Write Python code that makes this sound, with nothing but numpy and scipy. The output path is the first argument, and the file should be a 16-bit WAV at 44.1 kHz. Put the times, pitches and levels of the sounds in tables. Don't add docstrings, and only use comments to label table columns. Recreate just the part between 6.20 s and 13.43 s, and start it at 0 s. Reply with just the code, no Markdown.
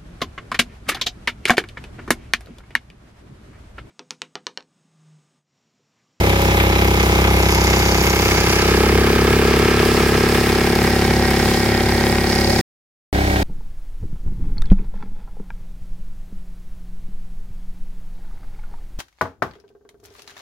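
import sys
import numpy as np
from scipy import signal
from scipy.fft import rfft, irfft, next_fast_len
from scipy.io import wavfile
from scipy.ndimage import map_coordinates

SR = 44100
rng = np.random.default_rng(int(sys.argv[2]) if len(sys.argv) > 2 else 0)


def store_wav(level_fs):
    pcm = np.round(np.clip(np.atleast_2d(level_fs), -1, 1) * 32767)
    wavfile.write(sys.argv[1], SR, pcm.T.astype(np.int16))


N = 318843

# f/Hz, level/dB per Hz
KNOCK_SPECTRUM = [(300, -47.5), (750, -8), (1050, -5), (1260, -0.5), (1421, -5), (1593, -5.5), (1766, -3.5),
                  (1900, -4.5), (2110, 1.5), (2412, -0.5), (2627, -4), (2885, -6), (3962, -9.5),
                  (6500, -65.5)]
SILENCE_START_S, SILENCE_END_S = 6.412, 6.928
THROTTLE_S = 2.365


def amp(db):
    return 10 ** (np.asarray(db) / 20)


def unit(x):
    return x / np.sqrt(np.mean(x ** 2) + 1e-20)


def along(points, hz):
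    f, v = np.transpose(points)
    return np.interp(np.log(hz + 1), np.log(f + 1), v)


def curves(rows):
    s, *columns = np.transpose(rows)
    return [np.interp(np.arange(N) / SR, s, column) for column in columns]


def wobble(rate):
    knots = rng.standard_normal(int(N * rate / SR) + 4)
    return map_coordinates(knots, [np.arange(N) * rate / SR])


def filtered(x, response):
    m = next_fast_len(N + SR // 2)
    return irfft(rfft(x, m) * response(np.fft.rfftfreq(m, 1 / SR)), m)[..., :N]


def coloured(pair, spectrum):
    # f/Hz, correlation
    likeness = [(130, 0.96), (300, 0.72), (640, 0.75), (1400, 0.69), (3100, 0.66), (6800, 0.3),
                (15000, 0.34)]

    def weights(hz):
        turn = np.arccos(np.clip(along(likeness, hz), -1, 1)) / 2
        return amp(along(spectrum, hz)) * [np.cos(turn), np.sin(turn)]

    mid, side = filtered(pair, weights)
    return unit(np.array([mid + side, mid - side]))


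def pulses(cycle, offset, scatter_db, jitter_s):
    turns = np.arange(-1, 260) + offset
    size, late = rng.standard_normal((len(turns), 2)).T
    at = np.interp(turns, cycle, np.arange(N), left=-SR, right=2 * SR + N)
    at = np.round(at + late * jitter_s * SR).astype(int)
    inside = (at >= 0) & (at < N)
    return np.bincount(at[inside], amp(scatter_db * size[inside]), N)


def ring(x, tail):
    return signal.fftconvolve(x[None], np.atleast_2d(tail), axes=1)[:, :N]


def causal(spectrum, size=8192):
    cepstrum = irfft(np.log(amp(along(spectrum, np.fft.rfftfreq(size, 1 / SR)))))
    cepstrum[1:size // 2] *= 2
    cepstrum[size // 2 + 1:] = 0
    return irfft(np.exp(rfft(cepstrum)))[:size // 2]


def approaching(before, after):
    return np.where(np.arange(N) / SR < (SILENCE_START_S + SILENCE_END_S) / 2, before, after)


def facing(views):
    # t/s, side (0 beam, 1 quarter, 2 stern, 3 bow)
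    side_heard = [(0, 0), (1.7, .05), (2.25, .35), (2.65, .92), (3.8, 1.05), (5.0, 1.85), (6.41, 2.0),
                  (6.9, 3.0)]
    aspect = np.clip(curves(side_heard)[0], 0, len(views) - 1)
    return sum(np.clip(1 - abs(aspect - side), 0, 1) * view for side, view in enumerate(views))


def course():
    nearest_m, boat_m_per_s, approach_m = 20.5, 3.57, 19.8
    start_deg, end_deg, swing_s, approach_deg = 35.4, -5.5, 3, 48
    port_delay_s = 0.00038
    t = np.arange(N) / SR
    distance = approaching(np.hypot(nearest_m, boat_m_per_s * t), approach_m)
    swing = np.exp(-(t / swing_s) ** 2)
    bearing = approaching(end_deg + (start_deg - end_deg) * swing, approach_deg)
    return 20 * np.log10(nearest_m / distance), port_delay_s * np.sin(np.radians(bearing))


def crank():
    slow_hz, open_hz, approach_hz = 32.727, 34.397, 33.0
    pickup_s = .972
    first_s, first_approach_s = .011, 6.9546
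    t = np.arange(N) / SR
    to_gain = 1 - np.clip((t - THROTTLE_S) / pickup_s, 0, 1)
    rate = open_hz - (open_hz - slow_hz) * to_gain ** 2
    departure = np.cumsum(rate) / SR - slow_hz * first_s
    done = np.ceil(np.interp(first_approach_s, t, departure))
    return approaching(departure, done + approach_hz * (t - first_approach_s))


def firing_levels(distance_db):
    # exhaust level/dB, knock level/dB
    side_levels = [(-19, -21.5), (-17, -18), (-17.5, -19), (-21.5, -26)]
    load_rise_s = 0.28
    load_changes = (1.5, -2.5)
    load = approaching(np.clip((np.arange(N) / SR - THROTTLE_S) / load_rise_s, 0, 1), 0)
    return [facing(side_db) + distance_db + load_db * load
            for side_db, load_db in zip(np.transpose(side_levels), load_changes)]


def treble_levels():
    # t/s, level/dB
    treble_curve = [(0.05, -31.5), (1.19, -30), (1.31, -26), (2.38, -25), (2.73, -29.5), (4.08, -29),
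                    (6.03, -31), (6.1, -27), (6.35, -28)]
    rattle_trim_db, hiss_mean_db = -2, -33.5
    rattle_swing, hiss_swing = 1.3, 0.41
    ahead_rattle_db, ahead_hiss_db = -41, -46
    treble_db, = curves(treble_curve)
    mean_db = treble_db.mean()
    swell_db = treble_db - mean_db
    rattle_db = approaching(mean_db + rattle_trim_db + rattle_swing * swell_db, ahead_rattle_db)
    hiss_db = approaching(hiss_mean_db + hiss_swing * swell_db, ahead_hiss_db)
    return rattle_db, hiss_db


def river(db=-34, swell_db=2, plop_db=-1, rise=4.4):
    # f/Hz, level/dB per Hz
    wash_spectrum = [(60, -9.5), (200, -20), (600, -12.5), (900, -19), (1600, -23.5), (4000, -3.5),
                     (15000, -16.5)]
    # t/s, start f/Hz, level/dB before plop_db and the soft onset, t60/s
    plop_table = [(1.368, 863, -4, 0.067), (2.632, 794, -6, 0.085), (4.541, 647, -16, 0.06),
                  (4.59, 810, -18.5, 0.058), (4.98, 710, -13, .08), (6.15, 710, -19, 0.13),
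                  (6.28, 514, -9.5, 0.17)]
    wash = unit(filtered(rng.standard_normal((2, N)), lambda hz: amp(along(wash_spectrum, hz))))
    water = amp(db + swell_db * wobble(7.5)) * wash
    t = np.arange(SR // 4) / SR
    for s, hz, level, t60 in plop_table:
        angle = 2 * np.pi * hz * (t + rise * t ** 2 / 2)
        spread = rng.uniform(0.42, 0.98) * np.array([[1], [-1]])
        fade = amp(level + plop_db - 60 * t / t60) * (1 - np.exp(-t / 0.012))
        water[:, round(s * SR):][:, :len(t)] += fade * np.sin(angle + spread)
    return water


def rumble(cycle, db=-26, throb=0.058, swell_db=-0.3):
    # f/Hz, level/dB per Hz
    rumble_spectrum = [(20, -27), (50, -11.5), (85, -7), (120, -2), (170, -4.5), (280, -13), (500, -8.5),
                       (850, -14.5), (1300, -29), (4000, -86.5)]
    swell = (1 + throb * np.cos(2 * np.pi * (cycle - .1))) * amp(swell_db * wobble(9.1))
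    return amp(db) * coloured(swell * rng.standard_normal((2, N)), rumble_spectrum)


def clatter(cycle, spectra, repeat, steady_db, scatter_db, damping, later_db):
    # cycles after the exhaust opens, level/dB before later_db, t60/s before damping
    blow_table = [(-.255, -0.5, 0.072), (-.05, -8.5, 0.038), (.08, -10, 0.039), (.33, -5.5, 0.36)]
    t = np.arange(SR // 10) / SR
    alike, power = np.zeros((2, N)), np.zeros(N)
    for k, (offset, db, t60) in enumerate(blow_table):
        gain = amp(db + later_db * (k > 0))
        blows = gain * pulses(cycle, offset, scatter_db, jitter_s=.00002)
        fade = amp(-60 * t * damping / t60)
        alike += ring(blows, fade * rng.standard_normal((2, len(t))))
        power += ring(blows ** 2, fade ** 2)[0]
    envelope = np.sqrt(abs(power) / power.mean() + amp(steady_db) ** 2)
    fresh = envelope * rng.standard_normal((2, N))
    share = np.clip(repeat, 0, 1)
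    metal = np.sqrt(share) * unit(alike) + np.sqrt(1 - share) * unit(fresh)
    return facing([coloured(metal, spectrum) for spectrum in spectra])


def hiss(cycle):
    # f/Hz, level/dB per Hz
    hiss_abeam = [(4000, -59), (7400, -7), (9000, -4.5), (11500, 3.5), (12800, 1.5), (14900, -0.5),
                  (15900, -21.5)]
    hiss_astern = [(4000, -60), (7400, 1), (9000, 0), (11500, -1.5), (12400, -3), (13300, -2), (15900, -5)]
    return clatter(cycle, [hiss_abeam, hiss_astern], repeat=0.3, steady_db=-6.0, scatter_db=3.0,
                   damping=1.5, later_db=1.5)


def rattle(cycle):
    # f/Hz, level/dB per Hz
    rattle_abeam = [(2000, -66.5), (4250, -10.5), (4650, -5.5), (4900, -3.5), (5450, -4), (5900, -5.5),
                    (6850, -4), (7400, -13), (11000, -72.5)]
    rattle_astern = [(2000, -72), (4300, -1.5), (4700, -3), (5050, 1), (5450, -2), (5850, -6), (6850, -8.5),
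                     (7500, -21.5), (11000, -73.5)]
    return clatter(cycle, [rattle_abeam, rattle_astern], repeat=.25, steady_db=-9, scatter_db=1.5,
                   damping=.9, later_db=-4)


def ticks(cycle, offset=-0.029, t60=0.024):
    # f/Hz, relative level/dB
    valve_modes = [(3750, -7), (4670, 5), (4980, -8.5), (5380, -1)]
    t = np.arange(SR // 15) / SR
    pings = np.zeros((2, N))
    for hz, db in valve_modes:
        phase = rng.uniform(0, 2 * np.pi, (2, 1))
        ping = amp(-60 * t / t60) * np.sin(2 * np.pi * hz * t + phase)
        pings += amp(db) * ring(pulses(cycle, offset, scatter_db=1.5, jitter_s=.0002), ping)
    return unit(pings)


def knock(cycle):
    # f/Hz, level/dB per Hz
    knock_quarter = [(300, -49.5), (750, -9.5), (1050, -2), (1300, 5.5), (1460, -5), (1650, 6.5),
                     (1950, -3.5), (2200, 2), (2500, -1), (2900, -3.5), (3960, -9.5), (6500, -63)]
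    knock_astern = [(300, -50.5), (750, -1.5), (1077, -8.5), (1163, -10.5), (1507, -4.5), (1593, -0.5),
                    (1766, -6.5), (1895, 3.5), (2024, -6.5), (2196, -0.5), (2326, -4), (2584, -11),
                    (3962, -12), (6500, -66.5)]
    return clatter(cycle, [KNOCK_SPECTRUM, knock_quarter, knock_astern], repeat=0.42, steady_db=-3,
                   scatter_db=2.0, damping=0.63, later_db=-3.5)


def thump(cycle, crest=0.01, shake_db=-34.5, waver_db=0.8):
    # t/s, second order level/dB before trim, third order level/dB re second
    bass_curve = [(0.05, -19, -1), (1.26, -17.5, -5.5), (2.33, -23.5, -1.5), (2.68, -20, -6),
                  (4.33, -26, -4), (4.89, -23, -3), (6.35, -26, 0)]
    trim_db, ahead_db, ahead_third_db = -1, -20.5, -5
    bass_db, third_db = curves(bass_curve)
    second = approaching(bass_db + trim_db, ahead_db)
    third = second + approaching(third_db, ahead_third_db)
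    angle = 2 * np.pi * (cycle - crest)
    return sum(np.sqrt(2) * amp(db + waver_db * wobble(9)) * np.cos(order * angle)
               for order, db in enumerate([shake_db, second, third], 1))


def hull(x, count):
    # f/Hz, width/Hz
    hull_modes = [(150, 26), (236, 8.1), (300, 24), (550, 30), (605, 15)]

    def delay(f):
        stages = [(c * c - f * f - 1j * f * w) / (c * c - f * f + 1j * f * w) for c, w in hull_modes]
        return np.prod(stages, axis=0) ** count

    return filtered(x, delay)


def honk(bark, ring_hz=557, width_hz=16, db=7, fade_s=0.41):
    ringing = filtered(bark, lambda f: 1j * f * width_hz / (ring_hz ** 2 - f * f + 1j * f * width_hz))
    return amp(db) * np.exp(-(np.arange(N) / SR / fade_s) ** 2) * ringing


def exhaust(cycle, echo_db=-15, echo_t60=0.088, crack_db=-18, crack_t60=0.0014):
    # f/Hz, relative level/dB
    from_beam = [(60, -17), (131, -4), (164, 1.5), (196, 2.5), (262, -8), (350, 2.5), (480, -3.5),
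                 (556, -6), (622, -16), (700, -8), (780, -8.5), (818, 0), (860, -9), (960, -6),
                 (1130, -21.5), (4000, -50.5)]
    from_quarter = [(60, -27), (138, -5), (172, 0), (206, -4), (241, 3), (275, -10.5), (335, 0), (378, 2),
                    (450, 1.5), (500, -8), (530, -14.5), (585, -15), (722, -16), (791, -10), (1032, -23.5),
                    (4000, -50.5)]
    from_stern = [(60, -32), (138, -8), (205, 0.5), (241, 2), (280, -17.5), (340, -1), (378, 0),
                  (475, -14.5), (530, -7), (653, -24), (722, -12.5), (800, -7), (1031, -30), (1169, -20.5),
                  (4000, -63.5)]
    from_bow = [(60, -32), (132, -15), (198, 3.5), (240, -12), (297, 3), (363, -7.5), (396, -1), (462, -17),
                (570, -4.5), (710, -7), (792, -0.5), (870, -30.5), (1122, -30), (4000, -53.5)]
    firings = pulses(cycle, 0, scatter_db=0.5, jitter_s=.00004)

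    def pipe(spectrum):
        return -unit(ring(firings, causal(spectrum))[0])

    views = [hull(pipe(spectrum), count=1) for spectrum in (from_beam, from_quarter, from_stern)]
    views.append(hull(pipe(from_bow), count=4))
    bark = facing(views)
    t = np.arange(SR // 8) / SR
    bursts = ring(firings, amp(-60 * t / crack_t60)) * rng.standard_normal((2, N))
    crack = coloured(bursts, KNOCK_SPECTRUM)
    echo_tail = rng.standard_normal((2, len(t))) * amp(-60 * t / echo_t60)
    echo = unit(ring(np.diff(bark, prepend=0), echo_tail))
    return bark + amp(echo_db) * echo + amp(crack_db) * crack


def scene():
    cycle = crank()
    distance_db, delay_s = course()
    exhaust_db, knock_db = firing_levels(distance_db)
    rattle_db, hiss_db = treble_levels()
    ticks_db = rattle_db + facing([-6.0, -9, 0.5, -6.5])
    bark = amp(exhaust_db) * exhaust(cycle)
    boat = rumble(cycle) + thump(cycle) + bark + honk(bark)
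    boat += amp(hiss_db) * hiss(cycle) + amp(rattle_db) * rattle(cycle)
    boat += amp(ticks_db) * ticks(cycle) + amp(knock_db) * knock(cycle)
    ports = [map_coordinates(x, [np.arange(N) + sign * delay_s * SR / 2], order=5, mode="nearest")
             for x, sign in zip(boat, (-1, 1))]
    return river() + np.array(ports)


def record(dry):
    # f/Hz, left minus right level/dB
    pair_balance = [(100, 0), (850, 0.3), (1300, -3.5), (1700, -3.5), (2300, -1.5), (3200, 2.5), (5000, -3),
                    (6800, 1), (8500, -1), (11300, 0), (13200, 2), (15500, -9)]
    top_hz = 15900
    t = np.arange(N) / SR
    sound = filtered(dry, lambda hz: amp(along(pair_balance, hz) * np.array([[.5], [-.5]])))
    sound *= (t < SILENCE_START_S) | (t > SILENCE_END_S)
    return filtered(sound, lambda hz: 1 / (1 + (hz / top_hz) ** 400))


dry = scene()
out = record(dry)
store_wav(out)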